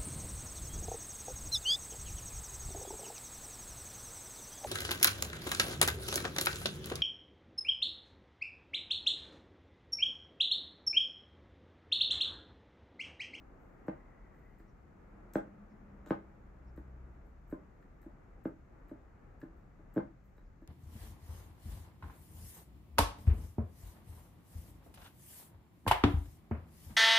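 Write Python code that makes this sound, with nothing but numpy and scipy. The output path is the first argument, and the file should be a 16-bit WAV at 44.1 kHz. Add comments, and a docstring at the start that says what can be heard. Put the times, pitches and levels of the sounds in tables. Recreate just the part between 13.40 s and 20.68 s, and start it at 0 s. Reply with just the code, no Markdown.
"""A wooden tamper presses dough into a small mould on a kitchen counter.
Each push knocks the mould on the counter top: noise and decaying modes pass through the slab and ring a small room.
Bursts of fine noise grains give the dough's sticky crackle; short modes give the taps of wood on the mould.
Behind lie dull room noise and a wavering wash, a low drone that swells and passes, a hum, a whirr and faint chirps."""
import sys
import numpy as np
from scipy import signal
from scipy.fft import rfft, irfft, next_fast_len
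from scipy.io import wavfile
from scipy.ndimage import uniform_filter1d

SR = 44100
rng = np.random.default_rng(int(sys.argv[2]) if len(sys.argv) > 2 else 0)


def materialize(psi):
    """Save the field psi as 16-bit PCM at rate SR to the path in sys.argv[1].

    A 1-D psi becomes a single channel; in a 2-D psi each row is a channel.
    """
    bounded = np.clip(np.atleast_2d(psi).T, -1, 1)
    quanta = np.round(bounded * 32767).astype(np.int16)
    wavfile.write(sys.argv[1], SR, quanta)


N = 320864  # samples

# All levels in the tables are relative.
# knocks of the mould on the counter; a high contact corner is hard, a low one is cushioned by dough:
# (time [s], level [dB], contact corner [Hz], share landing a second time [ratio])
KNOCKS = [(0.4803, -25.5, 685, 0.15), (1.198, -48.5, 398, 0), (1.9534, -23.5, 990, 0),
          (2.6617, -46.5, 750, 0.66), (2.7047, -20, 900, 0.058), (3.375, -38, 473, 0.14),
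          (4.123, -26, 326, 0.32), (4.658, -39, 240, 0.061), (5.0525, -22, 390, 0.075),
          (5.5112, -33.5, 260, 0.26), (6.026, -36, 328, 1), (6.389, -51, 257, 0), (6.559, -27, 367, 0.47),
          (6.5661, -22.5, 463, 0.034), (6.5754, -24, 690, 0.068), (6.979, -57.5, 900, 0),
          (7.218, -44, 320, 0)]
# modes of the counter top with the mould on it: (frequency [Hz], level [dB], t60 [s])
COUNTER_MODES = [(139.8, -17.5, 0.13), (206.4, -5.5, 0.13), (282.5, -3.5, 0.056), (327, 0.5, .13),
                 (425, -2, 0.043), (515.6, -5.5, 0.068), (596, -0.5, 0.023), (803, -10.5, 0.055),
                 (879, -16.5, 0.079), (1042, -7.5, 0.025), (1232, -4.5, 0.013), (1532, 3.5, 0.014),
                 (2088, -17.5, 0.15)]
# modes of the mould under a tap: (frequency [Hz], level [dB], t60 [s])
MOULD_MODES = [(1470, -1, 0.014), (1720, 7.5, 0.014), (2250, -18, 0.012), (3850, -13, 0.018),
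               (4700, -20, 0.0092)]
# the tamper squeezes the dough and grazes the mould's wall: (time [s], wall tap [dB], dough crackle [dB])
TOUCHES = [(0.48, -68, -73), (1.2, -66.5, -73.5), (1.952, -63, -60), (2.699, -60, -64.5),
           (3.375, -66.5, -72), (4.113, -67.5, -66), (4.427, -71, -83.5), (4.630, -70.5, -70),
           (5.051, -66.5, -69.5), (5.495, -68.5, -73), (6.0162, -59, -70.5), (6.551, -69.5, -68.5),
           (6.980, -69.5, -77), (7.228, -75, -81)]
# sharp snaps of wood on the rim before the hardest knocks:
# (time [s], level [dB], decay constant [s], tilt [dB per octave])
RIM_SNAPS = [(1.935, -49.5, 0.005, 2.5), (2.661, -66.5, 0.013, -3.5)]
# dough peeling off the tamper between pushes: (time [s], level [dB], decay constant [s])
DOUGH_PEELS = [(0.186, -86, 0.18), (0.931, -84, 0.2), (3.85, -81, .025), (4.074, -74, .017),
               (6.161, -79.5, .023), (6.833, -79.5, 0.049)]
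# colour of the sticky crackle: (frequency [Hz], level [dB])
STICKY_COLOUR = [(300, -0.5), (1700, 6.5), (2700, -3), (3700, 2), (5200, -6.5), (7400, 3.5), (8600, 1),
                 (10000, -31.5), (12000, 3), (15000, -11), (17000, -15)]
# decay of the room's tail: (frequency [Hz], t60 [s])
ROOM_T60 = [(100, 0.39), (300, 0.32), (800, 0.2), (2000, 0.24), (6000, 0.24), (14000, 0.14)]
# colour of the room's tail: (frequency [Hz], level [dB])
ROOM_COLOUR = [(80, -2), (200, -10), (330, -7.5), (500, -5), (800, 10), (1100, 7), (1600, 3), (2200, 3),
               (3000, 2), (14000, 0.5)]
# left-right likeness of the room's tail: (frequency [Hz], correlation [-1 to 1])
ROOM_LIKENESS = [(100, 0.97), (300, 0.79), (500, 0.23), (800, -0.75), (1500, 0.15), (4000, -0.015)]
# spectrum of the steady room noise: (frequency [Hz], density [dB per Hz])
AIR_COLOUR = [(25, -25), (30, 1), (42, 1), (80, -9.5), (125, -11), (200, -13), (400, -33.5), (2000, -38.5),
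              (3200, -52), (5500, -55), (6900, -52), (9800, -68.5), (12500, -58.5), (15500, -68.5)]
# left-right likeness of room noise and wash: (frequency [Hz], correlation [-1 to 1])
AIR_LIKENESS = [(60, 0.97), (300, 0.71), (700, 0.1), (1500, 0.18), (4000, 0.22), (12000, 0.14)]
# spectrum of the distant wash: (frequency [Hz], density [dB per Hz])
WASH_COLOUR = [(100, -19.5), (280, 7.5), (450, 3), (850, -0.5), (1020, -4), (1250, -2), (2100, -12.5),
               (2600, -21), (3100, -30.5), (4000, -44.5)]
# course of the distant wash: (time [s], level [dB])
WASH_COURSE = [(0.0, -64), (0.4, -62.5), (1.34, -67.5), (1.8, -65.5), (2.09, -62.5), (4.07, -67),
               (6.65, -67), (6.77, -70.5), (7.28, -73)]
# faint, high, distant chirps: (time [s], pitch [Hz], level [dB])
CHIRPS = [(1.295, 5700, -88), (2.315, 5400, -90), (3.29, 5250, -88), (7.065, 5030, -93)]

ROCK_S = 0.00674  # a tilted mould lands a second time this much later
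# the softer the contact, the more of the hand's weight follows: corner for an equal share, exponent, ceiling
SOFT_HZ, FOLLOW_POWER, FOLLOW_MAX = 283, 5.1, 1.36
# the dough yields just before the wall is met: lead, decay constant, tilt per octave
SQUEEZE_LEAD_S, SQUEEZE_S, SQUEEZE_TILT_DB = 0.016, 0.018, 11
PEEL_TILT_DB = 14  # per octave: thin and fine
CHIRP_S = 0.021  # half-width of a chirp's bell-shaped envelope, where it has fallen to 1/e
# when each background swell is at its fullest (from s, to s), and its level there
DRONE_SPAN, DRONE_DB = (3.37, 3.62), -52
HUM_SPAN, HUM_DB = (1.95, 2.5), -59.5
WHIRR_SPAN, WHIRR_DB = (0.62, 1.1), -76.5
TOP_HZ = 15750  # band limit


def knocks(crack_db=-5, crack_t60=0.071, follow_s=0.00322, follow_hz=900, pad_hz=3500):
    """Every downward push rings the same counter modes; the dough cushions the high ones."""
    out = np.zeros((2, N))
    t = np.arange(SR // 2) / SR
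    for s, db, corner_hz, rock in KNOCKS:
        crack = amp(crack_db - 60 * t / crack_t60) * rng.standard_normal(len(t))
        blow = crack - ringing(COUNTER_MODES, t, vary_db=2.17)
        # on a soft press the dough yields first, and the weight of the hand arrives a moment later
        follow = min((SOFT_HZ / corner_hz) ** FOLLOW_POWER, FOLLOW_MAX)

        def path(f):
            contact = 1 / (1 + 1j * f / corner_hz) ** 2 / (1 + 1j * f / pad_hz)
            hand = follow * lag(f, follow_s) / (1 + (f / follow_hz) ** 2)
            second_landing = rock * lag(f, ROCK_S)
            return slab(f) * contact * (1 + hand + second_landing)

        add(out, s, amp(db) * kitchen(filtered(blow, path), wet_db=-4.5))
    return out


def slab(hz, travel_s=0.005144, edge=0.22, edge_s=0.0091, radiate_hz=220):
    """Way through the counter top: bending waves, a return from its edge, weak radiation of the bass."""
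    # bending waves slow down at low pitch, so each knock is a short falling chirp; travel_s holds at 300 Hz
    bending = lag(np.sqrt(300 * hz), 2 * travel_s)
    edge_return = edge * lag(hz, edge_s) / (1 + 1j * hz / 2500)
    radiation = (1j * hz / (radiate_hz + 1j * hz)) ** 2
    return bending * (1 - edge_return) * radiation


def ringing(modes, t, vary_db):
    """Decaying modes, a little different in balance at every blow."""
    total = 0
    for hz, db, t60 in modes:
        level_db = db + rng.normal(0, vary_db)
        total = total + amp(level_db - 60 * t / t60) * np.sin(2 * np.pi * hz * t)
    return total


def tamper():
    """The wood squeezes the dough, taps the wall, snaps on the rim and peels free."""
    out = np.zeros((2, N))
    for s, tap_db, dough_db in TOUCHES:
        add(out, s - SQUEEZE_LEAD_S, amp(dough_db) * crackle(SQUEEZE_S, SQUEEZE_TILT_DB))
        add(out, s, amp(tap_db) * tap())
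    for s, db, decay_s, tilt_db in RIM_SNAPS:
        add(out, s, amp(db) * crackle(decay_s, tilt_db))
    for s, db, decay_s in DOUGH_PEELS:
        add(out, s, amp(db) * crackle(decay_s, PEEL_TILT_DB))
    return out


def tap(graze=0.1, graze_s=0.0048):
    """A light touch of wood on the mould: an impulse and a brief scrape drive its modes."""
    t = np.arange(SR // 3) / SR
    scrape = graze * rng.standard_normal(len(t)) * np.exp(-t / graze_s)
    force = (t == 0) + scrape
    struck = signal.fftconvolve(force, ringing(MOULD_MODES, t, vary_db=0.5))[:len(t)]
    return kitchen(struck, wet_db=-6)


def crackle(decay_s, tilt_db, clump_db=5, snap_s=0.014):
    """A burst of sticky noise grains: short ones snap, longer ones swell first."""
    t = np.arange(SR // 2) / SR
    clumps = unit(uniform_filter1d(rng.standard_normal(len(t)), size=30))
    grains = unit(rng.standard_normal(len(t)) * amp(clump_db * clumps))
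    rise_s = np.clip(decay_s - snap_s, 0.0002, 0.012)
    burst = grains * np.minimum(t / rise_s, np.exp((rise_s - t) / decay_s))

    def colour(f):
        octaves = np.log2(np.maximum(f, 1000) / 12000)
        return amp(along(STICKY_COLOUR, f) + tilt_db * octaves)

    return kitchen(filtered(burst, colour), wet_db=0.5)


def kitchen(x, wet_db, gap_s=0.0086, build_s=0.0016):
    """Direct sound plus the room's diffuse tail: noise that builds after a gap and decays by pitch."""
    t = np.arange(len(x)) / SR
    noise = stereo_noise(len(x), ROOM_COLOUR, ROOM_LIKENESS)
    hz, frames, bins = signal.stft(noise, SR, nperseg=256)
    decay = amp(-60 * frames / along(ROOM_T60, hz)[:, None])
    tail = signal.istft(bins * decay, SR, nperseg=256)[1][:, :len(x)]
    build = 1 + np.tanh((t - gap_s) / build_s)
    tail = unit(tail * build) / np.sqrt(len(x))
    return x + amp(wet_db) * signal.fftconvolve(x[None], tail, axes=1)[:, :len(x)]


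def background():
    """Everything behind the tamper, set slightly to the left."""
    low_hum = swell(HUM_SPAN, HUM_DB, fade_db_per_s=23.5) * hum(centre_hz=200.5, width_hz=31)
    whirr = swell(WHIRR_SPAN, WHIRR_DB, fade_db_per_s=49.5) * hum(centre_hz=1960, width_hz=320)
    balance = amp([[0.6], [-0.6]])  # dB, left and right
    return (air() + wash() + drone() + low_hum + whirr + chirps()) * balance


def air(level_db=-57.5):
    """Steady, dull room noise: coloured noise, nearly alike in both ears in the bass."""
    return amp(level_db) * unit(stereo_noise(N, AIR_COLOUR, AIR_LIKENESS))


def wash(trim_db=1.5, waver_db=1.14):
    """A distant wash of coloured noise that wavers, follows its course and fades by the end."""
    waver = waver_db * wander(3)
    gain = amp(trim_db + curve(WASH_COURSE) + waver)
    return gain * unit(stereo_noise(N, WASH_COLOUR, AIR_LIKENESS))


def drone(octave_db=-11, twelfth_db=-15):
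    """A swelling low tone with two overtones, wandering slightly around its pitch."""
    pitch_hz = 64.5 + 1.5 * wander(6)
    phase = 2 * np.pi * np.cumsum(pitch_hz) / SR
    tone = np.sin(phase) + amp(octave_db) * np.sin(2 * phase) + amp(twelfth_db) * np.sin(3 * phase)
    return swell(DRONE_SPAN, DRONE_DB, fade_db_per_s=26.5) * unit(tone)


def chirps():
    """Brief, blurred high notes, barely above the room noise: bell-shaped bursts of band noise."""
    t = np.arange(N) / SR
    total = 0
    for s, hz, db in CHIRPS:
        bell = np.exp(-((t - s) / CHIRP_S) ** 2)
        total = total + amp(db) * bell * hum(centre_hz=hz, width_hz=1100)
    return total


def hum(centre_hz, width_hz):
    """A wavering band of noise around one pitch."""
    return unit(filtered(rng.standard_normal(N), lambda f: 1 / (1 + 2j * (f - centre_hz) / width_hz) ** 2))


def swell(span, level_db, fade_db_per_s):
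    """Gain that rises, holds through the span and falls away at the same rate."""
    t = np.arange(N) / SR
    return amp(level_db - fade_db_per_s * np.abs(t - np.clip(t, *span)))


def wander(corner_hz):
    """Slow random movement of rms 1: noise kept mostly below the corner."""
    return unit(filtered(rng.standard_normal(N), lambda f: 1 / (1 + (f / corner_hz) ** 4)))


def stereo_noise(size, colour, likeness):
    """Two channels of coloured noise, mixed from mid and side to a given likeness."""
    def mid_side(hz):
        turn = np.arccos(np.clip(along(likeness, hz), -1, 1)) / 2
        return amp(along(colour, hz)) * np.array([np.cos(turn), np.sin(turn)])

    mid, side = filtered(rng.standard_normal((2, size)), mid_side)
    return np.array([mid + side, mid - side])


def amp(db):
    """Decibels to gain."""
    return 10 ** (np.asarray(db) / 20)


def unit(x):
    """Scale to rms 1."""
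    return x / np.sqrt(np.mean(x ** 2) + 1e-20)


def along(points, hz):
    """(frequency [Hz], value) points read on a log frequency axis."""
    f, v = np.transpose(points)
    return np.interp(np.log(hz + 1), np.log(f + 1), v)


def curve(points):
    """(time [s], value) points read at every sample."""
    s, v = np.transpose(points)
    return np.interp(np.arange(N) / SR, s, v)


def filtered(x, response):
    """Shape x by a complex response of frequency."""
    n = x.shape[-1]
    m = next_fast_len(n + 8192)  # spare room for delays and ringing
    return irfft(rfft(x, m) * response(np.fft.rfftfreq(m, 1 / SR)), m)[..., :n]


def lag(hz, s):
    """Response of a delay."""
    return np.exp(-2j * np.pi * hz * s)


def add(track, s, sound):
    """Mix a sound into the track at time s."""
    part = track[:, round(s * SR):][:, :sound.shape[-1]]
    part += sound[..., :part.shape[-1]]


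def scene():
    """The tamper's knocks, taps and crackles over the room."""
    return knocks() + tamper() + background()


def record(dry, lead_s=0.00004):
    """The left microphone is a little nearer and brighter; nothing is kept above the band limit."""
    def microphones(hz):
        lean = amp(along([(300, 0.078), (1200, 0.0), (4000, 1.7), (8000, 0.95)], hz))  # (Hz, dB)
        right_lag = lag(hz, lead_s / (1 + hz / 4000))
        return np.array([lean, right_lag / lean]) * (hz < TOP_HZ)

    return filtered(dry, microphones)


dry = scene()
out = record(dry)
materialize(out)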